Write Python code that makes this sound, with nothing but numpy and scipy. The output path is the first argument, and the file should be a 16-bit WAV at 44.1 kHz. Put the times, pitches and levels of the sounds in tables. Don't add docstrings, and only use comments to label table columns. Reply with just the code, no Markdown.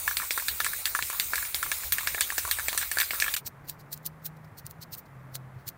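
import sys
import numpy as np
from scipy import signal
from scipy.io import wavfile
from scipy.ndimage import uniform_filter1d

SR = 44100
rng = np.random.default_rng(int(sys.argv[2]) if len(sys.argv) > 2 else 0)


def field_ratio(decibels):
    return 10 ** (np.asarray(decibels, dtype=float) / 20)


def digitize_waveform(pressure):
    field = np.atleast_2d(pressure).T
    bounded = np.clip(field, -1, 1)
    quanta = np.round(bounded * 32767).astype(np.int16)
    wavfile.write(sys.argv[1], SR, quanta)


N = 254748
T = np.arange(N) / SR
# start in seconds, ring level in dB, ring centre in Hz,
# crack level in dB before any lift, crack centre in Hz.
BALL_STRIKES = [(.078, -12, 1600, -27.5, 9300), (.083, -29, 1840, -36, 8810),
                (0.111, -21.5, 1500, -35, 8700), (.13, -31, 1770, -44, 9260), (.17, -33, 2230, -20.5, 3520),
                (.2, -22.5, 1390, -43, 9080), (.219, -26, 1820, -49, 8680), (.231, -30.5, 1150, -53, 8720),
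                (.308, -19, 2010, -25.5, 3770), (.377, -18.5, 1380, -27.5, 7500),
                (.399, -24, 1880, -35, 9270), (.423, -33, 1010, -34, 8980), (.484, -22.5, 1740, -21, 3410),
                (.603, -16, 1510, -23.5, 3440), (0.646, -19.5, 2370, -23.5, 9540),
                (0.665, -16.5, 1690, -30, 5850), (.734, -24.5, 1560, -35, 9660),
                (.856, -39, 1970, -19, 3800), (0.95, -12.5, 1510, -26.5, 9200),
                (0.96, -26, 1550, -42, 9780), (.99, -18.5, 1380, -35, 9290),
                (1.025, -19, 2180, -26.5, 4020), (1.101, -24, 1300, -31, 9290),
                (1.13, -30, 1190, -34.5, 9500), (1.147, -30, 1260, -40, 9300),
                (1.199, -26, 2900, -19, 3720), (1.335, -14, 1580, -36, 7240), (1.343, -21, 1700, -47, 7200),
                (1.357, -22, 2340, -26.5, 5930), (1.38, -20, 1610, -38, 7190),
                (1.387, -26.5, 1650, -44, 7300), (1.427, -24.5, 1570, -44, 7320),
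                (1.452, -27, 2240, -38, 9240), (1.546, -44.5, 2700, -21.5, 3800),
                (1.629, -18.5, 1380, -27, 9620), (1.662, -28, 1380, -47, 9270),
                (1.717, -17.5, 1940, -24, 9300), (1.835, -30.5, 1690, -38.5, 8860),
                (1.923, -25, 1840, -21, 4590), (1.984, -18, 1860, -27.5, 9310),
                (2.009, -29.5, 1150, -36, 8820), (2.033, -31.5, 1150, -36, 9120),
                (2.073, -17.5, 1990, -22.5, 4150), (2.147, -19, 1970, -36, 8940),
                (2.18, -23.5, 1670, -49, 7980), (2.209, -19, 1880, -18, 7600),
                (2.303, -19.5, 1760, -33.5, 9350), (2.323, -26.5, 1170, -35, 8930),
                (2.381, -19, 1610, -21.5, 7160), (2.451, -23.5, 1300, -33.5, 7640),
                (2.477, -29, 1150, -31, 9270), (2.489, -33, 1170, -40, 3640),
                (2.513, -21.5, 1730, -17.5, 4340), (2.587, -22.5, 1690, -36, 9450),
                (2.596, -21.5, 1690, -33, 9260), (2.684, -16, 2130, -22.5, 7170),
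                (2.73, -27.5, 1180, -28.5, 3160), (2.748, -29.5, 1040, -33, 6950),
                (2.777, -22.5, 1740, -19, 9620), (2.814, -25, 1680, -28.5, 7100),
                (2.828, -23.5, 1670, -31.5, 8990), (2.915, -20.5, 1920, -26, 8100),
                (2.972, -16, 1650, -30, 6100), (2.986, -20, 1730, -20, 4700),
                (3.002, -21, 1750, -20.5, 4610), (3.013, -15, 3120, -35, 3360),
                (3.018, -18.5, 1750, -25.5, 3390), (3.031, -23, 1700, -35, 3500),
                (3.108, -18, 2320, -31, 4430), (3.135, -21, 1530, -44, 4530), (3.148, -31, 1640, -38, 9820),
                (3.201, -33, 1820, -19.5, 4740), (3.223, -12, 1920, -25, 4180),
                (3.243, -20, 2030, -34, 7640), (3.264, -22, 1670, -47, 8990), (3.281, -19, 1640, -37, 9760),
                (3.34, -29, 1670, -21.5, 4670), (3.366, -26, 1790, -25, 6200)]


def evened(x):
    return x / np.sqrt(np.mean(x ** 2) + 1e-20)


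def add(mix, s, sound):
    part = mix[max(round(s * SR), 0):][:len(sound)]
    part += sound[:len(part)]


def noise(colour, patchy_db, size=512):
    hz = np.fft.rfftfreq(size, 1 / SR)
    frames = 4 * N // size + 5
    real, imaginary, patches = rng.standard_normal((frames, len(hz), 3)).T
    patches = uniform_filter1d(patches, size // 64, 0)
    patches = evened(uniform_filter1d(patches, 8192 // size, 1))
    colour_hz, colour_db = np.transpose(colour)
    shape_db = np.interp(np.log(hz + 1), np.log(colour_hz + 1), colour_db)[:, None]
    spectra = (real + 1j * imaginary) * field_ratio(shape_db + patchy_db * patches)
    return evened(signal.istft(spectra, nperseg=size, noverlap=3 * size // 4)[1][:N])


def spatter(depth_db, per_s):
    flicker = uniform_filter1d(rng.standard_normal(N), max(int(SR / per_s), 1))
    return evened(field_ratio(depth_db * evened(flicker)))


def air():
    # frequency in Hz, relative density in dB per Hz.
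    colour = [(18, -57), (30, -13), (86, -5.5), (146, -1.5), (206, -9.5), (340, -14.5), (1060, -14),
              (2000, -19.5), (2890, -32.5), (4770, -40), (8310, -41.5), (13700, -39.5), (15200, -38),
              (16500, -56)]
    return field_ratio(-50.5) * noise(colour, patchy_db=0.5, size=2048)


def rumble():
    # frequency in Hz, relative density in dB per Hz.
    colour = [(20, -14), (40, -6), (74, 8.5), (110, -11.5), (180, -32), (400, -32)]
    # centre in seconds, rise over the resting level in dB.
    swells = [(.53, 8), (.91, 6), (1.28, 7.5), (1.87, 11.5), (2.22, 6.5), (2.47, 15), (2.6, 8), (2.87, 9)]
    swell_db = sum(db * np.exp(-abs(T - s) / 0.057) for s, db in swells)
    return field_ratio(-57 + swell_db) * noise(colour, patchy_db=2, size=4096)


def hum():
    # time in seconds, pitch in Hz, relative level in dB.
    path = [(3.43, 138.2, -51), (3.48, 129.7, -61.5), (3.68, 143.6, -52), (3.8, 154.6, -52.5),
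            (3.88, 136, -55), (4.01, 156.2, -48), (4.48, 156, -50), (4.6, 143.1, -64), (4.66, 131.2, -51),
            (4.72, 157.3, -49), (4.87, 158.6, -51.5), (4.93, 144.3, -59), (5.07, 139, -59),
            (5.17, 131.2, -46.5), (5.57, 129.8, -44.5), (5.61, 135, -49.5), (5.78, 131, -83.5)]
    s, hz, db = np.transpose(path)
    phase = 2 * np.pi * np.cumsum(np.interp(T, s, hz)) / SR
    level = np.sqrt(2) * field_ratio(np.interp(T, s, db))
    return level * np.sin(phase) * spatter(depth_db=1.5, per_s=17)


def thuds():
    # start in seconds, relative level in dB.
    flexings = [(3.452, -38), (3.957, -35), (4.441, -40), (4.519, -35), (4.58, -39), (4.645, -30.5),
                (4.79, -38), (4.924, -32), (5.325, -38), (5.56, -28), (5.668, -31)]
    board_hz, sag_per_s, t60_s = 122, 7.2, 0.063
    out = np.zeros(N)
    t = np.arange(SR // 5) / SR
    cycles = board_hz * (1 - np.exp(-sag_per_s * t)) / sag_per_s
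    swing = (1 - np.exp(-t / 0.0039)) * np.sin(2 * np.pi * cycles)
    for s, db in flexings:
        add(out, s, field_ratio(db - 60 * t / t60_s) * swing)
    return out


def slips():
    # start in seconds, relative level in dB.
    snaps = [(3.4745, -18), (3.697, -14), (3.7976, -46), (3.9317, -31), (3.9762, -30), (4.0637, -11.5),
             (4.2646, -15), (4.3697, -54), (4.4463, -55), (4.58, -41), (4.666, -18.5), (4.7105, -26),
             (4.835, -29), (4.95, -25), (4.9831, -27), (5.3548, -14), (5.689, -15)]
    out = np.zeros(N)
    t = np.arange(400) / SR
    for s, db in snaps:
        tick = np.diff(rng.standard_normal(400) * field_ratio(-60 * t / 0.003))
        add(out, s, field_ratio(db + 2) * tick / abs(tick).max())
    return out


def blade():
    # centre in seconds, relative level in dB, length in ms,
    # tilt toward the lower treble in dB before a common lift.
    strokes = [(3.471, -32.5, 27.6, -1.5), (3.652, -62.5, 27, -1), (3.696, -35.5, 34, -5.5),
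               (3.73, -60, 46, -2), (3.805, -57, 34, 2), (3.933, -30, 24.6, -5.5), (3.971, -55, 32, -2),
               (4.031, -64, 16, -5), (4.065, -30, 25, -7.5), (4.225, -67, 14.6, 3),
               (4.261, -30.5, 28.3, -10), (4.37, -60, 11.8, 2), (4.45, -63, 17, 2),
               (4.589, -43.5, 31, -4.5), (4.666, -47, 27, -4.5), (4.709, -46, 25, -12),
               (4.826, -43.5, 30.6, 0), (4.937, -35, 32.4, -5), (4.987, -39, 31, -17),
               (5.062, -67, 20, 4.5), (5.326, -64, 28, -6), (5.355, -34, 25.5, -3), (5.604, -68.5, 60, .5),
               (5.684, -33, 29.6, -5.5)]
    # frequency in Hz, relative density in dB per Hz.
    colour = [(880, -54), (1500, -22), (3550, -15), (4010, -5), (5990, -8), (8770, -11.5), (9690, -6.5),
              (10500, -20), (14300, 2), (16000, -3.5), (16500, -28)]
    dull, bright = np.zeros((2, N))
    for s, db, ms, tilt_db in strokes:
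        along = (T - s) / (ms / 2000)
        squareness = np.interp(db, [-45, -28], [2.1, 1.73])
        swell_db = db - 14 * abs(along) ** squareness
        dull += field_ratio(swell_db + tilt_db + 5)
        bright += field_ratio(swell_db)
    grit = noise(colour, patchy_db=2, size=256) * spatter(depth_db=3, per_s=2500)
    low = signal.sosfiltfilt(signal.butter(2, 9000, fs=SR, output="sos"), grit)
    drag = field_ratio(-19.5) * uniform_filter1d(bright, 2500) * grit
    return dull * low + bright * (grit - low) + drag


def spray():
    # frequency in Hz, relative density in dB per Hz.
    colour = [(120, -7), (200, -16.5), (860, -10.5), (1090, -7), (1440, -6), (1700, -8), (2330, -2),
              (3020, -12), (3910, -4), (5450, -9), (9310, -0.5), (11200, -8), (14000, 3), (15600, 2.5),
              (16500, -25)]
    # start in seconds, sag in dB per second.
    surges = [(0, 96), (.078, 17), (.17, 9), (.307, 18), (.484, 50), (.645, 9), (.855, 70), (1.025, 21),
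              (1.197, 28), (1.335, 10), (1.546, 57), (1.631, 52), (1.717, 9.5), (1.923, 22), (2.073, 13.5),
              (2.21, 40), (2.381, 47), (2.513, 18), (2.777, 38), (2.915, 76), (2.985, 17), (3.107, 34),
              (3.2, 8)]
    chokes = [.169, .307, .855, .95, 1.544, 1.923, 2.915, 3.107]
    full_db, lowest_sag_db = -33.5, -35.5
    choke_s, choke_db = 0.054, -5
    start, sag_db = np.transpose(surges)
    last = np.clip(np.searchsorted(start, T) - 1, 0, None)
    flow_db = np.maximum(full_db - sag_db[last] * (T - start[last]), lowest_sag_db)
    for s in chokes:
        flow_db += choke_db * np.clip(1 - (s - T) / choke_s, 0, 1) * (T < s)
    flow = field_ratio(uniform_filter1d(flow_db, size=200))
    return flow * noise(colour, patchy_db=2.67) * spatter(depth_db=1.08, per_s=790)


def thumps():
    # start in seconds, level in dB before a common lift.
    pushes = [(.198, -41), (.306, -29), (.373, -33.5), (1.098, -33.5), (1.129, -39), (1.332, -32.5),
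              (1.718, -34.5), (1.984, -39), (2.07, -32.5), (2.145, -28), (2.175, -32.5), (2.38, -25.5),
              (2.449, -35), (2.477, -36), (2.488, -38), (2.585, -35), (2.682, -26), (2.727, -29.5),
              (2.748, -33), (2.969, -25.5), (3.107, -31.5), (3.131, -31.5), (3.221, -31)]
    out = np.zeros(N)
    t = np.arange(SR // 4) / SR
    for s, db in pushes:
        add(out, s + 0.002, field_ratio(db + 4.5 - 60 * t / 0.006) * np.sin(2 * np.pi * 690 * t))
    return out


def wash():
    # frequency in Hz, relative density in dB per Hz.
    colour = [(410, -46.5), (700, -29), (1270, -15.5), (1650, -1.5), (3000, -5.5), (3510, -2.5),
              (6540, -7.5), (9100, -2.5), (11500, -13.5), (14300, 2.5), (15900, -20.5), (16500, -25)]
    power = np.zeros(N)
    t = np.arange(SR // 4) / SR
    dying = field_ratio(-120 * t / 0.13) * (1 - np.exp(-t / 0.00057))
    for s, ring_db, _, crack_db, _ in BALL_STRIKES:
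        from_crack = field_ratio(-29.5 + 0.93 * (crack_db + 25)) ** 2
        from_ring = field_ratio(ring_db - 25.5) ** 2
        add(power, s, (from_crack + from_ring) * dying)
    return np.sqrt(power) * noise(colour, patchy_db=5, size=256) * spatter(depth_db=2.5, per_s=1900)


def steel_ticks():
    level = np.zeros(N)
    t = np.arange(SR // 4) / SR
    for s, _, _, crack_db, _ in BALL_STRIKES:
        add(level, s - 0.0005, field_ratio(crack_db + 6 - 60 * t / 0.0025))
    treble = signal.butter(2, [6000, 16000], "band", fs=SR, output="sos")
    return level * evened(signal.sosfilt(treble, rng.standard_normal(N)))


def struck(centre_hz, phase, narrow_db, rise_s, lasting):
    # frequency in Hz, relative level in dB, 60 dB fall time in seconds.
    modes = [(1043, 4.5, 0.015), (1150, -7.5, 0.053), (1380, -1.5, 0.022), (1510, 2.5, 0.0073),
             (1670, -1, 0.03), (1750, -2, 0.03), (1840, -2.5, 0.018), (2254, 8.5, 0.0082),
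             (2607, -0.5, 0.014), (3570, 6, 0.007), (4030, 3, 0.0083), (4500, 3.5, 0.012),
             (5220, 2.5, 0.0058), (6030, -1.5, 0.013), (7170, -4, 0.077), (7980, -1.5, 0.027),
             (8810, -13, 0.013), (9260, 1.5, 0.0119)]
    hz, db, t60 = np.transpose(modes)[:, :, None]
    t = np.arange(SR // 10) / SR
    near_db = -narrow_db * abs(np.log2(hz / centre_hz))
    swings = field_ratio(db + near_db - 60 * t / t60) * np.sin(2 * np.pi * (hz * t + phase))
    ring = swings.sum(0) * (1 - np.exp(-t / rise_s)) * (lasting + np.exp(-t / 0.0014))
    return ring / abs(ring).max()


def rattle():
    rings = thumps()
    phases = rng.random((len(BALL_STRIKES), len([(1043, 4.5, 0.015), (1150, -7.5, 0.053),
                                                 (1380, -1.5, 0.022), (1510, 2.5, 0.0073), (1670, -1, 0.03),
                                                 (1750, -2, 0.03), (1840, -2.5, 0.018), (2254, 8.5, 0.0082),
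                                                 (2607, -0.5, 0.014), (3570, 6, 0.007), (4030, 3, 0.0083),
                                                 (4500, 3.5, 0.012), (5220, 2.5, 0.0058),
                                                 (6030, -1.5, 0.013), (7170, -4, 0.077),
                                                 (7980, -1.5, 0.027), (8810, -13, 0.013),
                                                 (9260, 1.5, 0.0119)]), 1))
    hops = rng.random((len(BALL_STRIKES), 3, 2))
    for (s, ring_db, ring_hz, crack_db, crack_hz), phase, hop in zip(BALL_STRIKES, phases, hops):
        ring = field_ratio(ring_db) * struck(ring_hz, phase, narrow_db=23, rise_s=0.00088, lasting=1.3)
        crack = field_ratio(crack_db + 6) * struck(crack_hz, phase, narrow_db=14, rise_s=0.00066, lasting=0.21)
        add(rings, s - 0.0006, ring + crack)
        after_s = np.cumsum(0.003 + 0.006 * hop[:, 0])
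        weaker_db = np.cumsum(8 + 7 * hop[:, 1])
        for later_s, drop_db in zip(after_s, weaker_db):
            add(rings, s + later_s, field_ratio(-drop_db) * (ring + 0.34 * crack))
    no_bass = signal.butter(2, 300, "high", fs=SR, output="sos")
    return signal.sosfilt(no_bass, rings) + steel_ticks() + wash()


def scene():
    cut_s, fade_out_s, fade_in_s, fade_db = 3.42, 0.061, 0.04, -43
    dip_s, dip_end_s, dip_db = 3.354, 3.354 + 0.0087, -22
    fade_out = np.clip(1 - (cut_s - T) / fade_out_s, 0, 1) ** 3.1
    dip = uniform_filter1d((T > dip_s) * (T < dip_end_s) * 1.0, size=60)
    can = (rumble() + spray() + rattle()) * field_ratio(fade_db * fade_out + dip_db * dip)
    fade_in = np.clip((dip_end_s + fade_in_s - T) / fade_in_s, 0, 2)
    scratching = (air() + hum() + thuds() + slips() + blade()) * field_ratio(fade_db * fade_in - 2)
    return (can * (T < cut_s) + scratching)[None]


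def roll_off(x):
    return signal.sosfilt(signal.butter(12, 16970, fs=SR, output="sos"), x)


def record(dry):
    edge = signal.firwin(301, 15900, window=("kaiser", 8), fs=SR)
    mix = signal.oaconvolve(dry, edge[None], "same")
    return roll_off(mix)


dry = scene()
out = record(dry)
digitize_waveform(out)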